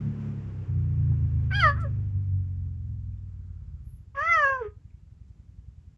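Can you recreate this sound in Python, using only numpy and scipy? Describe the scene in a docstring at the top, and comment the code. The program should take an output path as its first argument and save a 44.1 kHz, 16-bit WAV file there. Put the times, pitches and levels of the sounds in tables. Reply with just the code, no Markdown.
"""Outside a wooden pen, a low rumble like a single-cylinder engine comes off the throttle and slows.
At 1.5 s a cheetah lying on straw inside gives a high chirp that arches and slides down: a nearly pure
harmonic voice with a raspy start and a low closing note, coloured by the throat and the boards.
Near 3.6 s a soft whoosh passes and the engine thins into single putts. A thin hiss leads to a second,
longer chirp at 4.1 s; then the engine putts on at idle."""
import sys
import numpy as np
from scipy import signal
from scipy.fft import rfft, irfft
from scipy.io import wavfile
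from scipy.ndimage import uniform_filter1d

SR = 44100
rng = np.random.default_rng(int(sys.argv[2]) if len(sys.argv) > 2 else 0)


def pcm_store(signal):
    """Save signal as 16-bit PCM."""
    levels = np.round(np.clip(np.atleast_2d(signal), -1, 1) * 32767)
    wavfile.write(sys.argv[1], SR, levels.astype(np.int16).T)


N = 263277
T = np.arange(N) / SR
TOP_HZ = 11900  # ceiling of the overtones and the mix


def undb(db):
    """Decibels to gain."""
    return 10 ** (np.asarray(db) / 20)


def unit(x):
    """Scale to rms 1."""
    return x / np.sqrt(np.mean(x ** 2))


def curves(table):
    """Envelopes from a table's columns, joined by straight lines in time."""
    times, *columns = np.transpose(table)
    return [np.interp(T, times, column) for column in columns]


def bell(at_s, width_s):
    """A smooth bump of height 1 around a moment."""
    return np.exp(-((T - at_s) / width_s) ** 2)


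def ramp(start_s, length_s):
    """A straight fade from 0 to 1."""
    return np.clip((T - start_s) / length_s, 0, 1)


def swells(table):
    """Gain envelope of rounded swells: (time [s], level [dB], rise [s], fall [s])."""
    return sum(undb(db) * bell(s, np.where(T < s, rise_s, fall_s)) for s, db, rise_s, fall_s in table)


def response(hz, eq):
    """Gain of an EQ curve at the given frequencies."""
    points_hz, db = np.transpose(eq)
    return undb(np.interp(np.log(np.maximum(hz, 1)), np.log(points_hz), db))


def equalise(x, eq):
    """Pass x through an EQ curve."""
    return irfft(rfft(x) * response(np.fft.rfftfreq(N, 1 / SR), eq), N)


def butter(x, order, hz, kind):
    """Pass x through a Butterworth filter."""
    return signal.sosfilt(signal.butter(order, hz, kind, fs=SR, output="sos"), x)


def noise(eq):
    """Coloured noise of rms 1."""
    return unit(equalise(rng.standard_normal(N), eq))


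def walk(per_s):
    """Smoothed sample-and-hold modulation with a spread near 1."""
    hold = max(int(SR / per_s), 1)
    held = np.repeat(rng.standard_normal(N // hold + 1), hold)
    return 1.4 * uniform_filter1d(uniform_filter1d(held, hold), hold)[:N]


def stereo(mid, side):
    """Mid and side to left and right."""
    return np.array([mid + side, mid - side])


def echoes(x, t60_s, delay_s):
    """Dense reflections that start after a pre-delay and die away."""
    t = T[:SR]
    tail = rng.standard_normal(SR) * undb(-60 * t / t60_s) * (t > delay_s)
    return signal.fftconvolve(x, tail / np.sqrt(np.sum(tail ** 2)))[:N]


# bass-heavy outdoor bed: (frequency [Hz], gain [dB])
AIR_EQ = [(22, 1.5), (45, 25.5), (70, 28), (110, 23.5), (150, 20.5), (240, 8.5), (330, 1.5), (600, -10),
          (1300, -13), (2200, -16), (4000, -21), (7600, -21), (8400, -31), (12000, -33.5)]
def air(level_db=-55, side_db=-16):
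    """Quiet outdoor ambience, mono in the bass."""
    side = undb(side_db) * butter(noise(AIR_EQ), 4, 450, "highpass")
    return stereo(noise(AIR_EQ), side) * undb(level_db + .46 * walk(26))


# swell of the whoosh: (time [s], level [dB], rise [s], fall [s])
WHOOSH_SWELL = [(3.58, -75.5, .4, 0.347)]
# its dull tone: (frequency [Hz], gain [dB])
WHOOSH_EQ = [(150, 3.5), (400, 5.5), (700, -10.5), (1000, -2.5), (1350, 2), (1900, -11.5), (3000, -22),
             (8000, -47)]
def whoosh():
    """Something passes softly in the distance."""
    return noise(WHOOSH_EQ) * swells(WHOOSH_SWELL)


# fade of the rolling noise: (time [s], level [dB])
ROLL_LEVEL = [(0, -47.5), (.8, -54), (1.9, -55.5), (2.35, -66.5), (3.1, -74), (4.1, -86)]
# its low-mid body: (frequency [Hz], gain [dB])
ROLL_EQ = [(40, -0.5), (150, 4), (260, 3), (350, 5.5), (480, -0.5), (650, -11), (1100, -11), (1600, -13.5),
           (2000, -16.5), (2500, -18), (4000, -32.5), (5500, -31.5), (7600, -35.5), (8300, -51),
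           (11000, -45.5), (13000, -62)]
def rolling(waver_db=1, side_db=-14):
    """Tyre and machine noise fades as the vehicle slows."""
    roll_db, = curves(ROLL_LEVEL)
    side = undb(side_db) * butter(noise(ROLL_EQ), 4, [480, 2000], "bandpass")
    return stereo(noise(ROLL_EQ), side) * undb(roll_db + waver_db * walk(10))


# drone envelope, ahead of the pipe: (time [s], level [dB])
DRONE_LEVEL = [(0, -38.5), (.35, -46), (.63, -37.5), (.705, -30), (1.05, -28), (1.75, -31), (2.3, -29.5),
               (3.17, -38.5), (3.35, -45), (3.85, -47), (4.3, -64.5)]
# engine orders: (multiple of the firing rate, gain [dB])
ENGINE_ORDERS = [(1, -22), (2, -11.5), (3, -1.5), (4, 1.5), (5, -1.5), (6, -7), (7, -15.5), (8, -10.5),
                 (9, -8.5), (10, -10.5), (11, -15), (12, -10), (13, -18)]
# exhaust pipe resonances: (frequency [Hz], gain [dB])
PIPE_EQ = [(20, -21.5), (46, -4.5), (60, -8.5), (72, -2.5), (90, 2), (112, 0.5), (146, 0), (165, -13),
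           (185, -16), (225, -11.5), (300, -22), (500, -28)]
# the exhaust's bark under throttle: (frequency [Hz], gain [dB])
BARK_EQ = [(30, -8), (70, -5), (110, -4.5), (145, 0), (180, -5.5), (215, 10.5), (260, -11.5), (400, -24.5),
           (500, -21)]
def exhaust_drone(rate, cycles, miss_db, stumble_cycles=.005, smear_rad=1.3):
    """Harmonics of the firing rate sound through the pipe; the bark drops as the throttle shuts."""
    drone_db, = curves(DRONE_LEVEL)
    tail_s = np.maximum(T - DRONE_LEVEL[-1][0], 0)
    drone_gain = undb(drone_db - miss_db - 5 * tail_s)  # the tail fades 5 dB/s
    throttle_shut = ramp(start_s=.39, length_s=.3)
    bark_gain = undb(-38.5 - 10 * throttle_shut - 8 * T - miss_db / 2)
    lope_db = 3 - 23 * bell(at_s=2.38, width_s=.34)  # odd orders lope, except for one smooth spell
    # no two firings are quite alike in timing or strength
    crank = 2 * np.pi * (cycles + stumble_cycles * walk(45))
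    throb_db = 1.63 * walk(40)
    drone = np.zeros(N)
    for order, db in ENGINE_ORDERS:
        hz = order * rate
        pipe = drone_gain * response(hz, PIPE_EQ) + bark_gain * response(hz, BARK_EQ)
        strength = undb(db + order % 2 * lope_db + throb_db + 1.12 * walk(7))
        # the silencer delays each order differently, smearing the pulse over the cycle
        drone += pipe * strength * np.cos(order * crank - smear_rad * order ** 2)
    return drone


# thud of one putt: (frequency [Hz], gain [dB])
PUTT_EQ = [(20, -40), (34, -15.5), (55, 0), (72, -2), (95, -1), (135, -13.5), (195, -27), (300, -41.5),
           (500, -60), (2000, -140)]
def exhaust_putts(rate, cycles, miss_db, scatter_db=2):
    """Each firing pushes out one low pulse, softer once the engine idles."""
    firings = np.flatnonzero(np.diff(np.floor(cycles)))
    pulses = np.zeros(N)
    pulses[firings] = undb(scatter_db * rng.standard_normal(len(firings))) / np.sqrt(rate[firings])
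    level_db = -42 - 6.5 * ramp(start_s=3.53, length_s=.55) - miss_db / 2
    return unit(equalise(pulses - pulses.mean(), PUTT_EQ)) * undb(level_db)


# the engine winds down: (time [s], firing rate [Hz])
FIRING_RATE = [(0, 36.4), (.36, 35), (.55, 32.6), (.7, 31.1), (1.01, 28.6), (1.35, 27.1), (1.89, 25.3),
               (2.27, 24), (2.74, 21.9), (3.2, 19.7), (3.6, 17.1), (4, 14.2), (4.5, 12.9), (4.9, 11.3),
               (5.2, 10.9), (5.45, 10.8), (5.55, 10.4), (5.97, 10.3)]
def engine(idle_beat_s=5.035, yard_db=-9):
    """A falling drone misses once, then gives way to single putts that echo in the yard."""
    rate, = curves(FIRING_RATE)
    cycles = np.cumsum(rate) / SR
    cycles -= np.interp(idle_beat_s, T, cycles)  # one firing lands on this beat
    miss_db = 18.5 * bell(at_s=.665, width_s=.019)
    drone = exhaust_drone(rate, cycles, miss_db)
    putts = exhaust_putts(rate, cycles, miss_db)
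    return drone + putts + undb(yard_db) * echoes(putts, t60_s=1, delay_s=.012)


# bright bounce off the nearest boards: (frequency [Hz], gain [dB])
BOARDS_EQ = [(400, -32.5), (2000, -22.5), (3000, -7), (4500, 2), (12000, 1.5)]
# stereo width of the pen: (frequency [Hz], gain [dB])
PEN_SIDE_EQ = [(250, -24.5), (600, -13), (1200, -20), (2000, -24.5), (3000, -30.5), (5000, -4), (6500, -8),
               (9000, -22)]
def wooden_pen(cat, foley, reverb_db=-18):
    """Cat and foley sit in the centre; the boards answer briefly, a little differently on each side."""
    direct = cat + foley
    boards = equalise(echoes(cat, t60_s=.07, delay_s=.001), BOARDS_EQ)
    reverb = undb(reverb_db) * echoes(direct, t60_s=.27, delay_s=.003)
    side = equalise(echoes(direct, t60_s=.12, delay_s=.001), PEN_SIDE_EQ)
    return stereo(direct + boards + reverb, side)


# swell of the hiss: (time [s], level [dB], rise [s], fall [s])
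HISS_SWELL = [(3.9, -72, .04, 0.078)]
# its narrow treble band: (frequency [Hz], gain [dB])
HISS_EQ = [(7000, -36), (8200, -21.5), (9900, -23), (10600, -1), (11300, 1), (12300, -10), (13000, -35)]
def hiss(flicker_db=2):
    """A thin, very high hiss flickers before the second chirp."""
    return noise(HISS_EQ) * swells(HISS_SWELL) * undb(flicker_db * walk(100))


# foley hits: (time [s], level [dB], centre [Hz], width [Hz], decay [s])
TICK_HITS = [(1.119, -52, 850, 503, 0.0053), (1.438, -67.5, 2000, 2500, .015),
             (1.803, -64.5, 7000, 3980, .02), (1.814, -62, 5030, 6980, .007), (3.13, -79, 2400, 400, .015),
             (3.175, -83, 3310, 500, .012), (4.9, -75.5, 2285, 400, .04), (5.28, -83, 4970, 5000, .04)]
def ticks():
    """A soft knock, straw crackles and a click of the closing mouth: bursts of resonant noise."""
    out = np.zeros(N)
    for at_s, db, hz, width_hz, decay_s in TICK_HITS:
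        ring = signal.iirpeak(hz, hz / width_hz, fs=SR)
        burst = signal.lfilter(*ring, signal.lfilter(*ring, rng.standard_normal(N)))
        attack = uniform_filter1d(1. * (T >= at_s), 130)
        out += unit(burst) * undb(db) * attack * np.exp(-np.abs(T - at_s) / decay_s)
    return out


# crack before the first chirp's closing note: (time [s], level [dB], rise [s], fall [s])
CRACK_SWELL = [(1.777, -49, .035, .016)]
# its midrange bite: (frequency [Hz], gain [dB])
CRACK_EQ = [(600, -31.5), (1000, -3.5), (1200, -2.5), (1750, -1), (2100, -22), (3300, -30), (5000, -54.5)]
def voice_crack():
    """For a moment the vocal folds lose their rhythm and only rattle."""
    return noise(CRACK_EQ) * swells(CRACK_SWELL)


# weight of the fundamental against the voice: (pitch [Hz], gain [dB])
FUNDAMENTAL_EQ = [(420, -7), (550, -10), (630, -16), (690, -21), (830, -19)]
# the jaws close to a hum on the fundamental: (time [s], level [dB], rise [s], fall [s])
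HUM_SWELLS = [(1.858, -41.5, .015, 0.02), (4.621, -29.5, 0.013, .013), (4.658, -33, 0.0095, 0.022)]
# the voice strains and its overtones flare: (time [s], level [dB], rise [s], fall [s])
STRAIN_SWELLS = [(1.553, -35.5, 0.014, 0.027), (1.603, -31, 0.011, .018), (4.33, -58.5, 0.025, .05),
                 (4.44, -52.5, .03, 0.071)]
# the voice catches and rasps: (time [s], level [dB], rise [s], fall [s])
CATCH_SWELLS = [(1.514, -46.5, .008, 0.021), (1.605, -55.5, .03, .02), (1.678, -42.5, .015, 0.024),
                (4.166, -50, .016, 0.094), (4.24, -55, .02, .025), (4.39, -51, .025, 0.021),
                (4.635, -56.5, 0.039, 0.045)]
# tone of the rasp: (frequency [Hz], gain [dB])
RASP_EQ = [(250, -17.5), (550, -1), (850, -12), (1200, 0), (1900, 3), (2500, -9), (3200, -14),
           (3700, -31.5), (4200, -46), (12000, -67)]
def chirp(contour, throat_eq, ring_partial, ring_db, jitter, flutter_db,
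          overtone_db, overtone_growth, rasp_db, hoarse_db, rolloff_hz):
    """Vocal folds sing a harmonic stack; the mouth lifts partial 2 or 3, the throat a higher one."""
    hz, voice_db, mouth_hz = curves(contour)
    gate = uniform_filter1d(1. * ((T > contour[0][0]) & (T < contour[-1][0])), 200)
    on = gate > 1e-6
    # overtones and rasp grow with effort, which is 0 dB at full voice
    effort_db = voice_db + 21
    overtone_gain = undb(overtone_db + overtone_growth * effort_db) + swells(STRAIN_SWELLS)
    rasp_gain = undb(rasp_db + .44 * effort_db) + swells(CATCH_SWELLS)
    # the folds run unevenly where the rasp rivals the voice
    unsteady = 1 + 3 * np.minimum(rasp_gain * undb(14 - voice_db), 1)
    trembling_hz = hz * (1 + jitter * unsteady * walk(500) + .005 * walk(90))
    phase = 2 * np.pi * np.cumsum(trembling_hz) / SR

    k = np.arange(1, 25)[:, None]  # partial numbers
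    partial_hz = k * hz[on]
    fundamental = undb(voice_db) * response(hz, FUNDAMENTAL_EQ) + swells(HUM_SWELLS)
    mouth = undb(-12 * ((partial_hz[1:3] - mouth_hz[on]) / 600) ** 2)  # 12 dB down 600 Hz off centre
    upper_hz = partial_hz[3:]
    throat = response(upper_hz, throat_eq) * undb(ring_db * (k[3:] == ring_partial)) * (upper_hz < TOP_HZ)
    rolloff = 1 / np.sqrt(1 + (upper_hz / rolloff_hz) ** 2)
    gains = np.vstack([fundamental[on],
                       undb(voice_db[on]) * mouth / np.linalg.norm(mouth, axis=0),
                       overtone_gain[on] * rolloff * throat / np.linalg.norm(throat, axis=0)])
    # each partial flutters alone, the high ones most
    gains *= undb(flutter_db * np.sqrt(k) * np.array([walk(110)[on] for _ in k]))
    voice = np.zeros(N)
    voice[on] = np.sqrt(2) * np.sum(gains * np.sin(k * phase[on]), axis=0)

    rasp = noise(RASP_EQ) * rasp_gain
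    # the top turns hoarse when the voice is pushed
    hoarse = unit(butter(noise(throat_eq), 8, 3900, "highpass"))
    hoarse *= np.sqrt(rasp_gain * overtone_gain) * undb(hoarse_db + .28 * effort_db)
    airflow = 1 + .7 * np.sin(phase)  # air rushes through the folds once a cycle
    return gate * (voice + (rasp + hoarse) * airflow)


# contours of the two calls: (time [s], pitch [Hz], level [dB], mouth resonance [Hz])
FIRST_CALL = [(1.504, 762.7, -54.5, 1600), (1.515, 774.8, -36.5, 1560), (1.531, 740, -32.5, 1800),
              (1.559, 816, -30, 1760), (1.594, 815, -26, 1629), (1.616, 734, -28, 1595),
              (1.637, 669, -16.5, 1610), (1.657, 621, -16.5, 1480), (1.7, 562, -24.5, 1340),
              (1.76, 572, -53.5, 1480), (1.795, 679.6, -44, 1230), (1.833, 665, -40.5, 1170),
              (1.856, 564, -48, 1480), (1.895, 537, -70, 1295)]
SECOND_CALL = [(4.148, 552, -45.5, 1000), (4.19, 558.4, -29, 1413), (4.24, 646.4, -25.5, 1375),
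               (4.303, 690, -22.5, 1738), (4.35, 659.2, -18.5, 1620), (4.41, 590, -21.5, 1400),
               (4.456, 554, -21.5, 1530), (4.52, 537.5, -25, 1464), (4.603, 499, -38.5, 945),
               (4.636, 428, -47, 1480), (4.665, 412.4, -49.5, 1420), (4.72, 412, -83, 1450)]
# tone of the upper overtones in each chirp: (frequency [Hz], gain [dB])
FIRST_CALL_EQ = [(1700, -3.5), (2700, -4), (3150, 11), (3550, -12.5), (3800, -29), (4150, -12.5),
                 (4700, -5), (5400, -28.5), (6100, -18), (6650, -38), (7400, -27.5), (8200, -42),
                 (10700, -27.5), (12000, -51)]
SECOND_CALL_EQ = [(1700, 1), (2300, 9.5), (2750, 7), (3350, -4), (3800, -23), (4700, -9.5), (5000, -26.5),
                  (5600, -5.5), (6700, -16.5), (7600, -24.5), (8200, -47.5), (9000, -38.5), (10800, -31),
                  (12000, -49.5)]
def cheetah():
    """A short, raspy chirp that cracks, then a longer, cleaner one."""
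    first = chirp(FIRST_CALL, FIRST_CALL_EQ, ring_partial=6, ring_db=1, jitter=.004, flutter_db=.4,
                  overtone_db=-49.5, overtone_growth=1.4, rasp_db=-54.5, hoarse_db=-9, rolloff_hz=9006)
    second = chirp(SECOND_CALL, SECOND_CALL_EQ, ring_partial=5, ring_db=7, jitter=.002, flutter_db=1.34,
                   overtone_db=-47, overtone_growth=1.3, rasp_db=-67, hoarse_db=-12, rolloff_hz=8020)
    return first + second + voice_crack()


def scene():
    """The cheetah up front in its pen, over the vehicle and the outdoor bed."""
    return wooden_pen(cheetah(), hiss() + ticks()) + engine() + rolling() + whoosh() + air()


def record(dry):
    """Master: 8 ms fades at both ends, a sub-bass cut and a steep top cut."""
    edge_s = np.minimum(T, T[-1] - T)
    fade = np.sin(np.pi / 2 * np.minimum(edge_s / .008, 1)) ** 2
    top_cut = signal.ellip(8, .2, 70, TOP_HZ, fs=SR, output="sos")
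    return signal.sosfilt(top_cut, butter(dry * fade, 2, 20, "highpass"))


dry = scene()
out = record(dry)
pcm_store(out)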